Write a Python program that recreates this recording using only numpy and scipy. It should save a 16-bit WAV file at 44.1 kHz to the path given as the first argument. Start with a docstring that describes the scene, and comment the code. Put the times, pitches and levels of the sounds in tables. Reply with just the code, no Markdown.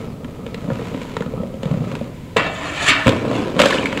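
"""A courtyard, open air. An inline skater rumbles and clacks over brick, jumps with the bearings
whirring, and clangs onto a steel handrail. Plastic soles stick and slip down it, droning through the
boots and exciting the steel, which rings on after they leave. The skates land with a thud on pavers,
one slaps down again and skids, and the wheels squeak and clatter past close by.
Walls and steps throw back a short, dark echo."""
import sys
import numpy as np
from scipy import signal
from scipy.fft import rfft, irfft
from scipy.io import wavfile
from scipy.ndimage import uniform_filter1d, minimum_filter1d

SR = 44100
rng = np.random.default_rng(int(sys.argv[2]) if len(sys.argv) > 2 else 0)


def to_wav(sig):
    """Store sig (one row per channel, or 1-D mono) as 16-bit WAV at the path in sys.argv[1].

    Samples outside -1..1 are clipped; the rate is SR.
    """
    pcm = np.clip(np.atleast_2d(sig), -1, 1) * 32767
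    pcm = np.round(pcm).astype(np.int16)
    wavfile.write(sys.argv[1], SR, pcm.T)  # frames by channels


N = 176400
JUMP_S, GRIND_ON_S, GRIND_OFF_S = 2.07, 2.365, 3.06


def amp(db):
    """Decibels to gain."""
    return 10 ** (np.asarray(db) / 20)


def unit(x):
    """Scales to rms 1."""
    return x / np.sqrt(np.mean(x ** 2) + 1e-20)


def read(points, hz):
    """Reads a curve on a log-frequency axis."""
    f, value = np.transpose(points)
    return np.interp(np.log(hz + 1), np.log(f + 1), value)


def add(mix, s, sound):
    """Drops a sound into the mix at time s."""
    part = mix[max(round(s * SR), 0):][:len(sound)]
    part += sound[:len(part)]


def colour(x, eq):
    """Minimum-phase EQ of unit energy: the curve sets only the tone."""
    hz = abs(np.fft.fftfreq(4096, 1 / SR))
    log_gain = np.log(amp(np.maximum(read(eq, hz), -100)))
    taps = np.fft.ifft(np.exp(np.conj(signal.hilbert(log_gain)))).real[:2048]
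    return signal.oaconvolve(x, taps / np.linalg.norm(taps))[:len(x)]


def faders(curve, on_s, off_s, release_s=0.034):
    """One gated gain envelope for each level column of a curve."""
    t = np.arange(N) / SR
    times, *levels = np.transpose(curve)
    gate = np.clip((t - on_s) / 0.0048, 0, 1) * np.clip((off_s - t) / release_s + 1, 0, 1)
    return [gate * amp(np.interp(t, times, db)) for db in levels]


def grains(per_s, spread_db, smooth):
    """Tiny impacts of uneven size over a smooth rub."""
    size = amp(spread_db * np.minimum(rng.exponential(1, N), 3.5))
    clicks = size * rng.choice([-1., 1.], N) * (rng.random(N) < per_s / SR)
    return unit(unit(clicks) + smooth * rng.standard_normal(N))


def drift(per_s):
    """Smooth random modulator of rms 1."""
    lowpass = np.exp(-(np.fft.rfftfreq(N, 1 / SR) / per_s) ** 2)
    return unit(irfft(rfft(rng.standard_normal(N)) * lowpass, N))


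def shifting(x, depth_db, width_hz, hold_s):
    """Resonances come and go as the contact moves."""
    z = signal.stft(x, SR, nperseg=1024, noverlap=768)[2]
    across = np.fft.fftfreq(z.shape[0], SR / 1024)[:, None]
    along = np.fft.fftfreq(z.shape[1], 256 / SR)
    blur = np.exp(-(across * width_hz) ** 2 - (along * hold_s) ** 2)
    patches = unit(np.fft.ifft2(np.fft.fft2(rng.standard_normal(z.shape)) * blur).real)
    return unit(signal.istft(z * amp(depth_db * patches), SR, nperseg=1024, noverlap=768)[1][:N])


# Tone of the outdoor bed (f/Hz, level/dB). Levels in all tables are relative.
AIR_EQ = [(20, 0), (50, -1.5), (130, 5), (300, -6), (550, -12), (900, -26.5), (2000, -33.5), (3500, -33),
          (5500, -39), (7500, -38), (10000, -41.5), (16000, -43)]


def open_air():
    """A steady, bass-heavy bed of outdoor noise."""
    return amp(-33) * unit(colour(rng.standard_normal(N), AIR_EQ))


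# Fader ride of the wheels on brick (t/s, rumble level/dB, grit level/dB)
BRICK_RIDE = [(0, -27, -41), (.14, -33, -53), (.24, -33, -55), (.3, -32, -49), (.4, -31, -51),
              (.5, -29, -45), (.66, -28, -45), (.75, -24, -39), (.96, -27, -39), (1.1, -30, -41),
              (1.3, -28, -47), (1.42, -22, -48), (1.48, -34, -50), (1.6, -35, -49), (1.65, -26, -42),
              (1.8, -24, -45), (1.9, -26, -41), (2.05, -29, -44)]
# Low body and gritty top of that roll (f/Hz, level/dB)
BRICK_RUMBLE_EQ = [(29, -31), (50, -14.5), (81, -18), (125, -11), (167, -2.5), (201, -2.5), (262, -3),
                   (340, -15.5), (443, -6.5), (508, -9), (808, -21), (1000, -26), (1300, -18), (2200, -120)]
BRICK_GRIT_EQ = [(470, -33.5), (800, -10.5), (988, 4), (1200, -15), (1380, -5.5), (1790, -7.5),
                 (2240, -5.5), (4010, -13.5), (5610, -21.5), (7370, -19), (9440, -34), (10400, -27.5),
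                 (15500, -43)]


def brick_roll():
    """Wheels rumble and crackle over brick; in the air only their bearings whirr."""
    t, crossfade_s = np.arange(N) / SR, 0.066
    rumble = unit(colour(grains(per_s=300, spread_db=4, smooth=0.71), BRICK_RUMBLE_EQ))
    grit = unit(colour(grains(per_s=500, spread_db=4, smooth=1.0), BRICK_GRIT_EQ))
    rumble_gain, grit_gain = faders(BRICK_RIDE, on_s=-1, off_s=JUMP_S, release_s=crossfade_s)
    airborne = np.clip((t - JUMP_S) / crossfade_s, 0, 1) * (t < GRIND_ON_S)
    whirr = amp(-48.5) * unit(colour(rng.standard_normal(N), BRICK_GRIT_EQ)) + amp(-50.5) * rumble
    return airborne * whirr + amp(-4) * rumble_gain * rumble + amp(-0.5) * grit_gain * grit


# One downward glide (t/s, length/s, start f/Hz, end f/Hz)
WHISTLE = (.065, .085, 5600, 3900)


def whistle():
    """A thin, faint falling whistle."""
    start, length, from_hz, to_hz = WHISTLE
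    progress, out = np.arange(0, length, 1 / SR) / length, np.zeros(N)
    phase = 2 * np.pi * np.cumsum(from_hz + (to_hz - from_hz) * progress) / SR
    add(out, start, amp(-58) * np.sin(np.pi * progress) * np.sin(phase))
    return out


# Modes of the wheel frame (f/Hz, level/dB)
FRAME_MODES = [(1000, -0.5), (1370, -3), (1750, -6.5)]
# Bright snap of a wheel's tick (f/Hz, level/dB)
TICK_EQ = [(300, -6.5), (1200, -9), (2200, 3.5), (3500, 2), (4500, -8.5), (5600, -16), (7500, -11),
           (9500, -24), (15000, -31)]


def knock(tick_db, clack_db, shell_db, thump_db, thump_hz):
    """One layered hit: the boot thumps, its shell knocks, the frame clacks and the wheels tick."""
    t = np.arange(4096) / SR
    noise, detune = rng.standard_normal(len(t)), rng.uniform(-1.075, 1, 1 + len(FRAME_MODES))
    thump = (1 - np.exp(-t / .0034)) * np.exp(-t / .0081) * np.sin(2 * np.pi * thump_hz * t)
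    shell_hz = 529 * (1 + .12 * detune[0])
    shell = (1 - np.exp(-t / .0012)) * np.exp(-t / .0053) * np.sin(2 * np.pi * shell_hz * t)
    clack = np.exp(-t / .0036) * sum(amp(db) * np.sin(2 * np.pi * (hz * (1 + .06 * d) * t + d))
                                     for (hz, db), d in zip(FRAME_MODES, detune[1:]))
    tick = colour(noise * (np.exp(-t / .0022) + .11 * np.exp(-t / .013)), TICK_EQ)  # snap, then rattle
    transient = (1 - np.exp(-t / .00055)) * (amp(clack_db + 2) * clack + amp(tick_db - 5) * tick)
    return amp(thump_db + 9.5) * thump + amp(shell_db + 9) * shell + transient


# Skate hits (t/s, tick level/dB, clack level/dB, shell level/dB, thump level/dB, thump f/Hz)
HITS = [(0.245, -26, -30, -44, -24.5, 252), (0.4643, -24.5, -31, -25.5, -35, 225),
        (0.5438, -17.5, -35, -26, -39, 205), (0.6424, -30, -36, -29, -21, 156),
        (0.6848, -47, -52, -30, -14, 215), (0.7018, -31, -21, -19, -19, 216),
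        (0.7166, -37, -29, -26, -18, 131), (0.7917, -42, -27, -25, -32, 270),
        (0.9444, -24, -28.5, -21.5, -17.5, 267), (1.0159, -23, -33, -26.5, -35, 235),
        (1.1669, -16, -16, -19.5, -32, 121), (1.2063, -21.5, -29, -18.5, -17.5, 188),
        (1.222, -24, -22, -47, -48, 183), (1.2617, -28.5, -30, -41, -22, 167),
        (1.3371, -38, -45, -22, -23.5, 131), (1.4008, -42, -51, -25, -16, 200),
        (1.4334, -34, -38, -21, -28, 272), (1.5404, -33, -59, -25.5, -28.5, 250),
        (1.6314, -17, -27, -21.5, -21, 235), (1.655, -24, -33, -22, -14.5, 165),
        (1.7113, -30, -31, -24, -10.5, 160), (1.7398, -32, -31, -29, -12.5, 176),
        (1.7718, -44, -49, -31, -16, 172), (1.8055, -37, -48, -34, -13.5, 156),
        (1.9154, -25, -25, -26, -38, 119), (1.952, -18.5, -24, -30, -36, 159),
        (2.0115, -31, -49, -22, -18.5, 214), (2.3629, -20, -23, -12, -20, 172),
        (2.367, -5, -12, -11.5, -17, 187), (2.3831, -14, -12.5, -34, -22, 164),
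        (2.4643, -21, -19, -25, -25.5, 167), (3.0615, -17, -18, -14, -8.5, 231),
        (3.0686, -4.5, -9.5, -18, -7.5, 112), (3.0788, -1.5, -13, -11, -6, 269.6),
        (3.0915, -4, -17, -10, -13, 258), (3.1224, -18, -24, -32, -36, 250),
        (3.1624, -27, -23, -25, -23, 267), (3.251, -26, -25, -19, -24.5, 248),
        (3.313, -19, -24.5, -17, -21, 262), (3.352, -20.5, -36, -18.5, -20, 168.4),
        (3.5643, -21, -24, -18.5, -16, 187), (3.592, -3.5, -10, -16, -20, 276),
        (3.6002, 3.5, -20, -4, -14, 188), (3.617, 3.5, -17, -12, -25, 186),
        (3.6365, -17, -13, -13, -19, 186), (3.6574, -0.5, -16, -6.5, -14, 207),
        (3.706, -6.5, -21, -35, -24, 268), (3.7454, -16, -22, -16.5, -22, 303),
        (3.7842, -20, -20, -32, -29, 280), (3.8573, -12, -22, -35, -22.5, 226),
        (3.9271, -15, -19, -23, -24, 205), (3.9743, -11, -26, -28, -23, 284)]


def clatter():
    """The skates strike paving and rail: strides, joints and landings."""
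    out = np.zeros(N)
    for s, *layers in HITS:
        add(out, s, knock(*layers))
    return out


# Fader ride of the soles on the rail (t/s, then level/dB of drone, scrape, rasp, hiss)
GRIND_RIDE = [(2.375, -15.5, -18.5, -20, -32), (2.385, -16, -16, -24, -42), (2.415, -21, -27.5, -30.5, -49),
              (2.443, -26, -41, -30, -48), (2.471, -27, -29, -30, -50), (2.495, -28.5, -43, -37, -53),
              (2.545, -30, -53, -41, -43), (2.563, -44, -31, -30, -48), (2.577, -31, -40, -35.5, -48),
              (2.741, -28, -29.5, -32, -40.5), (2.753, -32, -35, -29.5, -41),
              (2.813, -29.5, -25, -23.5, -36.5), (2.831, -20.5, -23.5, -23, -30),
              (2.857, -28, -24, -27.5, -32), (2.895, -19, -12, -8, -20.5), (2.939, -29.5, -20.5, -19, -48),
              (3.005, -26, -37, -32.5, -49), (3.04, -45, -34, -42, -73)]
# The four bands of the grind, low to high (f/Hz, level/dB)
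DRONE_EQ = [(59, -41), (100, -8), (157, -10.5), (221, -22), (284, 2), (369, -14.5), (627, -1), (831, -6.5),
            (1100, -7.5), (1430, -15), (2420, -120)]
SCRAPE_EQ = [(530, -24), (900, -28), (1220, -6), (1590, -4), (1790, 1.5), (2110, -15), (2200, -9),
             (2860, -29), (4840, -120)]
RASP_EQ = [(1290, -26), (2200, -4), (2560, -1.5), (2780, -5), (3280, -3.5), (3640, -5.5), (4020, -11.5),
           (4460, -11.5), (5600, -25), (7280, -46), (12300, -120)]
HISS_EQ = [(3180, -29), (5400, -16), (5590, -10.5), (7260, -1), (7960, -6.5), (8660, -18), (10000, -14.5),
           (11700, -28), (15500, -34)]


def grind():
    """Dense slips of plastic on steel sound through the boot and keep the rail ringing."""
    slips = grains(per_s=2500, spread_db=3.5, smooth=0.7)
    slips = shifting(slips, depth_db=3, width_hz=145, hold_s=0.065)
    drone, scrape, rasp, hiss = faders(GRIND_RIDE, GRIND_ON_S, GRIND_OFF_S)
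    bands = [(drone, DRONE_EQ), (scrape, SCRAPE_EQ), (rasp, RASP_EQ), (hiss, HISS_EQ)]
    boot = sum(gain * unit(colour(slips, eq)) for gain, eq in bands)
    return amp(-1.5) * boot + rail(force=scrape)


# Modes of the steel handrail (f/Hz, level/dB)
RAIL_MODES = [(285.3, -38), (640.6, -36), (958.2, -43), (1082, -39), (1217, -38), (1260, -40), (1362, -37),
              (1491, -40), (1685, -38), (1750, -36), (1771, -34), (1836, -35), (1922, -39), (2008, -38),
              (2245, -36), (2304, -34), (2627, -42), (2686, -33), (2789, -38), (2837, -40), (3063, -41),
              (3591, -39), (3736, -43), (4296, -49)]


def rail(force):
    """The steel clangs as the skates hit, then each mode stores energy from the rub and rings on."""
    t, ring, clang = np.arange(N) / SR, np.zeros(N), np.zeros(N)
    since_hit = np.maximum(t - GRIND_ON_S, 0)
    clang_t60_s = 0.16  # choked by the skates standing on the rail
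    for hz, db in RAIL_MODES:
        ring_t60_s = .95 * (1500 / hz) ** .8
        retained = amp(-60 / (SR * ring_t60_s)) ** 2  # share of energy left after one sample
        swell = np.sqrt(signal.lfilter([1 - retained], [1, -retained], force ** 2))
        phase = 2 * np.pi * (hz * t + rng.random())
        shimmer = 0.61 * drift(per_s=21) * np.sin(phase + 2 * drift(per_s=5.8))
        ring += amp(db) * swell * (np.sin(phase) + shimmer)
        tilt_db = 1.5 * np.log2(hz / 1500)
        decay = amp(db + tilt_db - 60 * since_hit / clang_t60_s)
        clang += decay * np.sin(phase + 2 * np.pi * rng.random())
    attack = np.minimum(since_hit / 0.0017, 1)
    return amp(-33) * unit(ring) + amp(8.5) * attack * clang


# Fader ride of the wheels on pavers (t/s, rumble level/dB, grit level/dB)
PAVER_RIDE = [(3.12, -18, -31.5), (3.246, -23, -38), (3.366, -16.5, -31), (3.53, -25, -39.5),
              (3.58, -23, -36), (3.596, -17, -18), (3.736, -20, -23.5), (3.852, -22.5, -34.5),
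              (3.86, -25, -28), (3.884, -23.5, -34.5), (3.994, -26.5, -34.5), (4.0, -18, -21)]
# Low body and gritty top of that roll (f/Hz, level/dB)
PAVER_RUMBLE_EQ = [(29, -32), (50, -24), (87, -6.5), (225, -1), (275, 1), (386, -3.5), (471, -1),
                   (508, -1.5), (548, -1.5), (591, -5), (839, -17), (1000, -9.5), (1300, -22), (2200, -120)]
PAVER_GRIT_EQ = [(470, -48), (800, -4.5), (1060, 0.5), (1200, -0.5), (1730, -0.5), (1880, -6), (2300, -1),
                 (3630, -7.5), (5680, -19), (7640, -18), (9440, -31), (11000, -28.5), (15500, -63)]


def paver_roll():
    """Wheels roll and skid over rough pavers; the grit leads in under the end of the grind."""
    rumble = unit(colour(grains(per_s=250, spread_db=3, smooth=0.64), PAVER_RUMBLE_EQ))
    crackle = grains(per_s=1700, spread_db=3.5, smooth=0.67)
    grit = unit(colour(shifting(crackle, depth_db=3.5, width_hz=310, hold_s=0.014), PAVER_GRIT_EQ))
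    rumble_gain, _ = faders(PAVER_RIDE, on_s=3.065, off_s=4.2)
    _, grit_gain = faders(PAVER_RIDE, on_s=2.8, off_s=4.2)
    return amp(-2.5) * rumble_gain * rumble + amp(1) * grit_gain * grit


# Low end of the landing (t/s, level/dB, f/Hz, decay/s)
LANDING_THUDS = [(3.060, -14, 245, .035), (3.072, -10, 94, .035)]


def landing():
    """The skater's weight comes down in soft-edged, damped low tones."""
    out, t = np.zeros(N), np.arange(SR // 2) / SR
    for s, db, hz, decay_s in LANDING_THUDS:
        envelope = (1 - np.exp(-t / 0.0059)) * np.exp(-t / decay_s)
        add(out, s, amp(db) * envelope * np.sin(2 * np.pi * hz * t))
    return out


# Wheel squeaks in the skid (t/s, length/s, f/Hz, level/dB)
WHEEL_SQUEAKS = [(3.722, 0.013, 1623, -11.5), (3.779, 0.012, 2890, -16.5), (3.79, 0.0074, 2820, -25),
                 (3.828, .012, 2220, -21.5), (3.855, 0.0068, 2270, -13), (3.866, .01, 2400, -19),
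                 (3.926, 0.0052, 2250, -17), (3.973, 0.0061, 2200, -17)]


def squeaks():
    """Brief, rough stick-slip tones as the wheels slide sideways."""
    out, jitter = np.zeros(N), 0.079 * drift(per_s=700)
    for s, length, hz, db in WHEEL_SQUEAKS:
        pitch = hz * (1 + jitter[round(s * SR):][:round(length * SR)])
        add(out, s, amp(db) * np.hanning(len(pitch)) * np.sin(2 * np.pi * np.cumsum(pitch) / SR))
    return out


# Reverb time of the courtyard (f/Hz, T60/s)
YARD_DECAY = [(100, 1), (500, 0.59), (2000, 0.41), (5000, 0.25), (12000, 0.26)]


def courtyard(x):
    """Scattered echoes from walls and steps, the treble dying first."""
    after_predelay = np.arange(SR) > .006 * SR
    echoes = rng.standard_normal(SR) * (rng.random(SR) < 2500 / SR) * after_predelay
    hz, t, z = signal.stft(echoes, SR, nperseg=256)
    tail = signal.istft(z * amp(-60 * t / read(YARD_DECAY, hz)[:, None]), SR)[1]
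    return signal.fftconvolve(x, tail / np.linalg.norm(tail))[:N]


def scene():
    """Mono mix: the action and its courtyard reverb over the outdoor bed."""
    direct = clatter() + brick_roll() + grind() + paver_roll() + landing() + squeaks() + whistle()
    return (direct + open_air() + amp(-13) * courtyard(direct))[None]


def record(dry):
    """Master chain: low cut, a fast limiter at full scale, then a steep high cut."""
    x = signal.sosfilt(signal.butter(1, 30, "highpass", fs=SR, output="sos"), dry)
    gain = uniform_filter1d(minimum_filter1d(1 / np.maximum(abs(x), 1), size=41), size=41)
    high_cut = signal.firwin(511, 15780, window=("kaiser", 9), fs=SR)
    return signal.oaconvolve(x * gain, high_cut[None], "same")


dry = scene()
out = record(dry)
to_wav(out)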